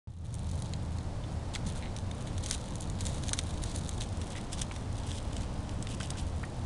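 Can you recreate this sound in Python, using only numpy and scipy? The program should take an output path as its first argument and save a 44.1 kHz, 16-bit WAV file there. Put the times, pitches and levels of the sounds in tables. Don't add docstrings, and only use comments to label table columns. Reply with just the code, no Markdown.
import sys
import numpy as np
from scipy import signal
from scipy.fft import rfft, irfft
from scipy.io import wavfile
from scipy.ndimage import uniform_filter1d

SR = 44100
rng = np.random.default_rng(int(sys.argv[2]) if len(sys.argv) > 2 else 0)


def master(y):
    cut = np.clip(np.atleast_2d(y).T, -1, 1)
    pcm = np.round(cut * 32767)
    wavfile.write(sys.argv[1], SR, pcm.astype(np.int16))


N = 293265

# f/Hz, relative level/dB
AIR_SPECTRUM = [(20, 2), (35, 0.5), (60, 0), (100, -0.5), (150, -7.5), (220, -7.5), (300, -12), (400, -19),
                (510, -16), (900, -19.5), (1400, -28.5), (2400, -34.5), (4000, -35), (10500, -42.5)]
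# f/Hz, width/Hz, level before the swell/dB
DRONE_BANDS = [(80.1, 9, -43.5), (88.1, 6.8, -49), (113, 6.7, -47.5), (134.1, 6.4, -51.5),
               (158.2, 4.9, -53), (185, 6.3, -53)]
# t/s, gain/dB
DRONE_SWELL = [(0.07, 9), (1.1, 2.5), (2.2, -1.5), (3.2, 1), (4.3, -3.5), (5.3, -2.5), (6.0, 0),
               (6.65, -1.5)]
# t/s, f/Hz, time to fall 60 dB/s, strength/dB
KNOCKS = [(0.7358, 3980, .018, -32), (1.2386, 3520, 0.045, -42), (1.5582, 1520, .012, -34.5),
          (1.5566, 3480, 0.018, -35), (2.51, 1980, 0.0072, -29.5), (3.3157, 940, 0.012, -30),
          (3.3173, 1220, .012, -35.5), (3.333, 1750, 0.015, -25.5), (4.7116, 2380, 0.0091, -31.5),
          (4.713, 1540, 0.01, -32), (6.004, 1227, .012, -35), (6.005, 1570, 0.02, -33.5),
          (6.117, 1480, 0.011, -34), (6.155, 1550, 0.014, -39.5), (6.432, 1350, 0.015, -33),
          (6.437, 1880, 0.036, -32.5)]
# middle t/s, half length/s, f/Hz, level at the middle/dB
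SCRAPES = [(1.76, 0.016, 1404, -53), (1.847, 0.022, 2080, -50.5), (4.367, 0.016, 1890, -49.5),
           (5.101, .012, 3226, -55), (5.181, .008, 3120, -50), (5.932, 0.018, 2870, -58),
           (6.04, 0.008, 2920, -46.5), (6.175, 0.054, 3000, -58.5)]
# t/s, length/s, effort/dB
PUSHES = [(0.326, 0.078, -60), (0.487, 0.11, -55), (0.625, 0.044, -54), (1.532, 0.031, -47.5),
          (1.658, 0.042, -47.5), (1.747, 0.041, -52), (1.964, .03, -65), (2.2, 0.018, -55.5),
          (2.428, 0.12, -46), (2.499, 0.038, -42), (2.558, 0.14, -55.5), (2.798, .04, -53.5),
          (2.984, 0.031, -47), (3.05, 0.14, -49), (3.227, 0.073, -50), (3.338, .075, -53),
          (3.448, 0.12, -54.5), (3.617, 0.17, -49.5), (3.8, 0.25, -55), (3.999, 0.026, -45),
          (4.296, 0.032, -49.5), (4.356, 0.019, -46.5), (4.514, 0.029, -46.5), (4.569, 0.059, -47),
          (4.709, 0.044, -54), (4.969, 0.16, -59.5), (5.052, 0.13, -49), (5.309, 0.13, -54),
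          (5.692, 0.035, -58), (5.883, 0.064, -50.5), (5.996, .055, -47.5), (6.167, 0.037, -47.5)]
# t/s, effort/dB
SHUFFLE = [(.1, -54.5), (1.4, -67.5), (2.3, -60), (3.5, -57), (4.2, -61), (5.5, -61.5), (6.2, -62),
           (6.6, -66.5)]
# lower edge f/Hz, peak f/Hz, upper edge f/Hz, peak width/Hz
LEAF_MODES = [(1270, 1900, 2770, 740), (2930, 3740, 4600, 630), (5340, 6370, 9200, 340),
              (9430, 9560, 15000, 2100)]
# f/Hz, gain/dB
CRACKLE_COLOUR = [(1400, -3.5), (1950, -3.5), (2700, -4), (3250, 4), (3720, 6), (4200, 4), (5000, -2.5),
                  (5800, 4.5), (6600, 5.5), (7700, 3), (9100, 6.5), (10500, 5.5)]
# t/s, pitch factor
LEAF_PITCH = [(0.3, 0.97), (1.2, 1.17), (2.0, 0.94), (2.5, 1.01), (3.1, 1.04), (3.35, 0.96), (3.8, 1.09),
              (4.05, 0.97), (4.35, 0.9), (5.1, 0.89), (5.4, 0.82), (5.9, 0.83), (6.6, 0.88)]
# t/s, crack length/s, strength over 5 ms/dB, favoured f/Hz
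SNAPS = [(.3419, 0.00046, -35, 10000), (.3515, 0.0011, -43, 9000), (.3927, .001, -46, 8900),
         (.514, .0004, -42, 8040), (.622, 0.0011, -41.5, 6000), (.7359, 0.00046, -38, 4700),
         (0.9847, 0.0013, -47.5, 4200), (1.54, 0.00037, -46, 3870), (1.5508, .0016, -36, 3840),
         (1.5582, 0.00099, -35.5, 2460), (1.9641, .002, -43.5, 5400), (1.987, .0004, -43.5, 4800),
         (2.1128, 0.0014, -44, 3500), (2.2724, 0.0058, -47, 4200), (2.3797, 0.0014, -42.5, 5140),
         (2.4614, 0.00054, -35.5, 5760), (2.5, .0007, -39, 9800), (2.5109, 0.00016, -25.5, 6050),
         (2.5298, 0.00043, -43, 6400), (2.54, .0014, -42, 6600), (2.5464, 0.0014, -41.5, 5400),
         (2.7558, .0007, -41, 7600), (2.8082, 0.00048, -39.5, 9200), (2.82, .0004, -42.5, 7800),
         (2.8993, 0.00082, -43.5, 7100), (3.0074, 0.0013, -39, 5800), (3.053, 0.0013, -40, 6600),
         (3.062, 0.00033, -37, 8200), (3.067, 0.0019, -34.5, 8000), (3.237, 0.0014, -42.5, 4700),
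         (3.2832, 0.0016, -39.5, 6600), (3.2919, 0.0011, -35.5, 4600), (3.3325, 0.00047, -26.5, 5860),
         (3.3377, .0013, -36.5, 6200), (3.3893, 0.0015, -29.5, 4460), (3.6376, 0.0012, -37.5, 7000),
         (3.761, .0018, -37, 9650), (3.892, 0.00068, -34, 8400), (4.0093, 0.00091, -39.5, 4010),
         (4.018, 0.0013, -41, 3390), (4.2147, 0.0021, -44, 4300), (4.53, 0.0024, -38, 9630),
         (4.5928, 0.00064, -42, 5200), (4.615, 0.0016, -37, 7800), (4.618, 0.00082, -32.5, 5760),
         (4.762, 0.0023, -46, 4230), (5.1163, 0.00041, -40, 3940), (5.3666, 0.0013, -42, 5200),
         (5.6934, 0.00036, -44, 5000), (5.8256, 0.0016, -42, 10000), (5.8705, 0.00086, -41.5, 3500),
         (6.0107, 0.0011, -41, 3330), (6.1041, 0.0015, -37, 8000)]
# t/s, gain/dB
FADE_IN = [(0, -96), (.0715, -94), (.073, -15.5), (.16, -17.5), (.25, -9), (.4, -4.5), (.55, -1.5),
           (1.5, 0.5), (6.65, 1)]

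CRISP_DB_PER_OCTAVE = 5


def from_db(db):
    return 10 ** (np.asarray(db) / 20)


def unit_rms(x):
    return x / np.sqrt(np.mean(x ** 2) + 1e-20)


def in_time(rows):
    return np.interp(np.arange(N) / SR, *np.transpose(rows))


def at_hz(points, hz):
    freqs, levels = np.transpose(points)
    return np.interp(np.log(hz), np.log(freqs), levels)


def butter(x, hz, kind, order=2):
    return signal.sosfilt(signal.butter(order, hz, kind, fs=SR, output="sos"), x)


def resonance(x, hz, width_hz):
    r = np.exp(-np.pi * width_hz / SR)
    feedback = [1, -2 * r * np.cos(2 * np.pi * hz / SR), r * r]
    return signal.lfilter(np.array([1, 0, -1]) * (1 - r * r) / 2, feedback, x + 1e-18)


def drift(rate_hz):
    r = np.exp(-2 * np.pi * rate_hz / SR)
    return unit_rms(signal.lfilter([1], [1, -2 * r, r * r], rng.standard_normal(N + SR))[SR:])


def open_air(level_db=-38, swell_db=0.5):
    hz = np.maximum(np.arange(N // 2 + 1) * SR / N, 1)
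    air = irfft(rfft(rng.standard_normal(N)) * from_db(at_hz(AIR_SPECTRUM, hz)), N)
    return from_db(level_db + swell_db * drift(rate_hz=3)) * unit_rms(butter(air, 17.8, "high"))


def far_drone():
    drone = np.zeros(N)
    for hz, width, db in DRONE_BANDS:
        band = resonance(rng.standard_normal(N + SR), hz, 2 * width)
        drone += from_db(db) * unit_rms(resonance(band, hz, 2 * width)[SR:])
    return from_db(in_time(DRONE_SWELL)) * drone


def twig_knocks(scuff_db=-5, scuff_s=0.0047):
    size = 4096
    t, out = np.arange(size) / SR, np.zeros(N + size)
    for start, hz, t60, db in KNOCKS:
        ring = np.sin(2 * np.pi * hz * t) * from_db(-60 * t / t60)
        scuff = unit_rms(resonance(rng.standard_normal(size), hz, hz / 2)) * np.exp(-t / scuff_s)
        at = round(start * SR)
        out[at:at + size] += from_db(db) * butter(ring + from_db(scuff_db) * scuff, 1.1 * hz, "low")
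    return out[:N]


def shell_scrapes(slips_per_s=700, spread_db=5, ring_q=4.6, overtone=1.96, overtone_db=-5.5):
    t, out = np.arange(N) / SR, np.zeros(N)
    for middle, half_length, hz, db in SCRAPES:
        slipping = rng.random(N) < slips_per_s / SR
        slips = slipping * from_db(spread_db * rng.standard_normal(N)) * rng.choice([-1, 1], N)
        ring = resonance(slips, hz, hz / ring_q)
        ring -= from_db(overtone_db) * resonance(slips, overtone * hz, hz / ring_q)
        swell = np.exp(-0.5 * ((t - middle) / half_length) ** 2)
        out += from_db(db) * unit_rms(butter(ring, [hz / 2, hz * 2.3], "band")) * swell
    return out


def tortoise_effort(attack_s=0.0065, settle_s=0.017, swing_db=2.5):
    t = np.arange(N) / SR
    power = from_db(in_time(SHUFFLE) + swing_db * drift(rate_hz=5.3)) ** 2
    for start, length, db in PUSHES:
        rise = np.clip((t - start) / attack_s, 0, 1)
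        fall = np.exp(-np.clip((t - start - length) / settle_s, 0, 20))
        power += (from_db(db) * rise * fall) ** 2
    return 10 * np.log10(power)


def fibre_ticks(push_db, usual_per_s=36, usual_db=-58, colour_db=5):
    per_s = usual_per_s * from_db(0.46 * (push_db - usual_db))
    at = np.flatnonzero(rng.random(N) < per_s / SR)
    tick_db = np.minimum(push_db[at] + 21, -35)
    tick_db += CRISP_DB_PER_OCTAVE * np.log2(in_time(LEAF_PITCH)[at])
    colours = from_db(colour_db * rng.standard_normal((len(at), len(LEAF_MODES) - 1)))
    colours /= np.sqrt(np.mean(colours ** 2, axis=1, keepdims=True))
    out = np.zeros(N)
    for k, (low, peak, high, width) in enumerate(LEAF_MODES[1:]):
        clicks = np.zeros(N)
        clicks[at] = (-1) ** k * from_db(tick_db) * colours[:, k]
        band = butter(clicks, [low, high], "band")
        out += 2 * (band + 2 * resonance(band, peak, width))
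    return out


def leaf_rustle(push_db, usual_per_s=2400, usual_db=-55, clump_db=4, ring_q=16, reach_octaves=0.4):
    pitch = in_time(LEAF_PITCH)
    per_s = usual_per_s * from_db(push_db - usual_db)
    size_db = 2.8 * np.minimum(rng.exponential(1, N), 3.5) + clump_db * drift(rate_hz=70)
    clicks = (rng.random(N) < per_s / SR) * from_db(size_db) * rng.choice([-1, 1], N)
    clicks /= np.sqrt(np.maximum(uniform_filter1d(clicks ** 2, size=1500), 1e-4))
    at = np.flatnonzero(clicks)
    leaf_hz = np.exp(rng.uniform(np.log(1400), np.log(13000), N)[at])
    bending, edges = np.zeros(N), np.zeros(N)
    for k, hz in enumerate(np.geomspace(1400, 11800, num=36)):
        chance = 0.6 * np.exp(-0.5 * (np.log2(hz / leaf_hz) / reach_octaves) ** 2)
        colour = from_db(at_hz(CRACKLE_COLOUR, hz / pitch[at]))
        struck = np.zeros(N)
        struck[at] = clicks[at] * (rng.random(N)[at] < chance) * colour
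        ring = (-1) ** k * resonance(struck, hz, hz / ring_q) / np.sqrt(hz)
        if hz < 5000:
            bending += ring
        else:
            edges += ring
    bending = unit_rms(butter(bending, [1100, 6000], "band"))
    edges = unit_rms(butter(edges, [4400, 13000], "band"))
    crisp_db = 0.073 * (push_db + 53) + CRISP_DB_PER_OCTAVE * np.log2(pitch)
    return from_db(push_db - 5) * bending + from_db(push_db + crisp_db - 3.5) * edges


def leaf_snaps(build_db=-14, build_s=0.00044, scatter_db=-30, scatter_s=0.0019, detune=0.068):
    size, lead = 2048, 64
    t, out = (np.arange(size) - lead) / SR, np.zeros(N + size)
    pitch = in_time(LEAF_PITCH)
    for start, crack_s, db, favoured_hz in SNAPS:
        at = round(start * SR) - lead
        breaking = rng.random(size) < 0.29
        fibres, litter = rng.standard_normal((2, size))
        build_up = from_db(build_db) * fibres * np.exp(-abs(t) / build_s)
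        fractures = 0.33 * fibres * breaking * np.exp(-abs(t) / (2 * crack_s))
        scattered = from_db(scatter_db) * litter * np.exp(-abs(t) / scatter_s)
        force = np.where(t < 0, build_up, fractures + scattered)
        force[lead] = 1
        sign = rng.choice([-1, 1])
        focus_db_per_octave = 8 * np.sqrt(0.00098 / crack_s)
        for low, peak, high, width in LEAF_MODES:
            ring_hz = peak * pitch[at] * np.exp(detune * rng.standard_normal())
            band = butter(force, [low * pitch[at], high * pitch[at]], "band")
            ring = band + 1.95 * resonance(band, ring_hz, width)
            ring *= np.sqrt(0.005 * SR / np.sum(ring ** 2))
            ring_db = db - 1.2 - focus_db_per_octave * abs(np.log2(peak / favoured_hz))
            out[at:at + size] += sign * from_db(ring_db) * ring
            sign = -sign
    return out[:N]


def scene():
    push_db = tortoise_effort()
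    leaves = leaf_snaps() + leaf_rustle(push_db) + fibre_ticks(push_db)
    return (leaves + shell_scrapes() + twig_knocks() + open_air() + far_drone())[None, :]


def record(dry, bass_hz=186, edge_hz=10020, shelf_db=-22, cutoff_hz=12200):
    fade_db = in_time(FADE_IN)
    bass = butter(dry, bass_hz, "low", order=1)
    faded = bass * from_db(0.9 * fade_db) + (dry - bass) * from_db(fade_db)
    passed = butter(faded, edge_hz, "low", order=16)
    top = from_db(shelf_db) * butter(faded, edge_hz, "high", order=16)
    return signal.sosfilt(signal.ellip(10, 0.3, 80, cutoff_hz, fs=SR, output="sos"), passed + top)


dry = scene()
out = record(dry)
master(out)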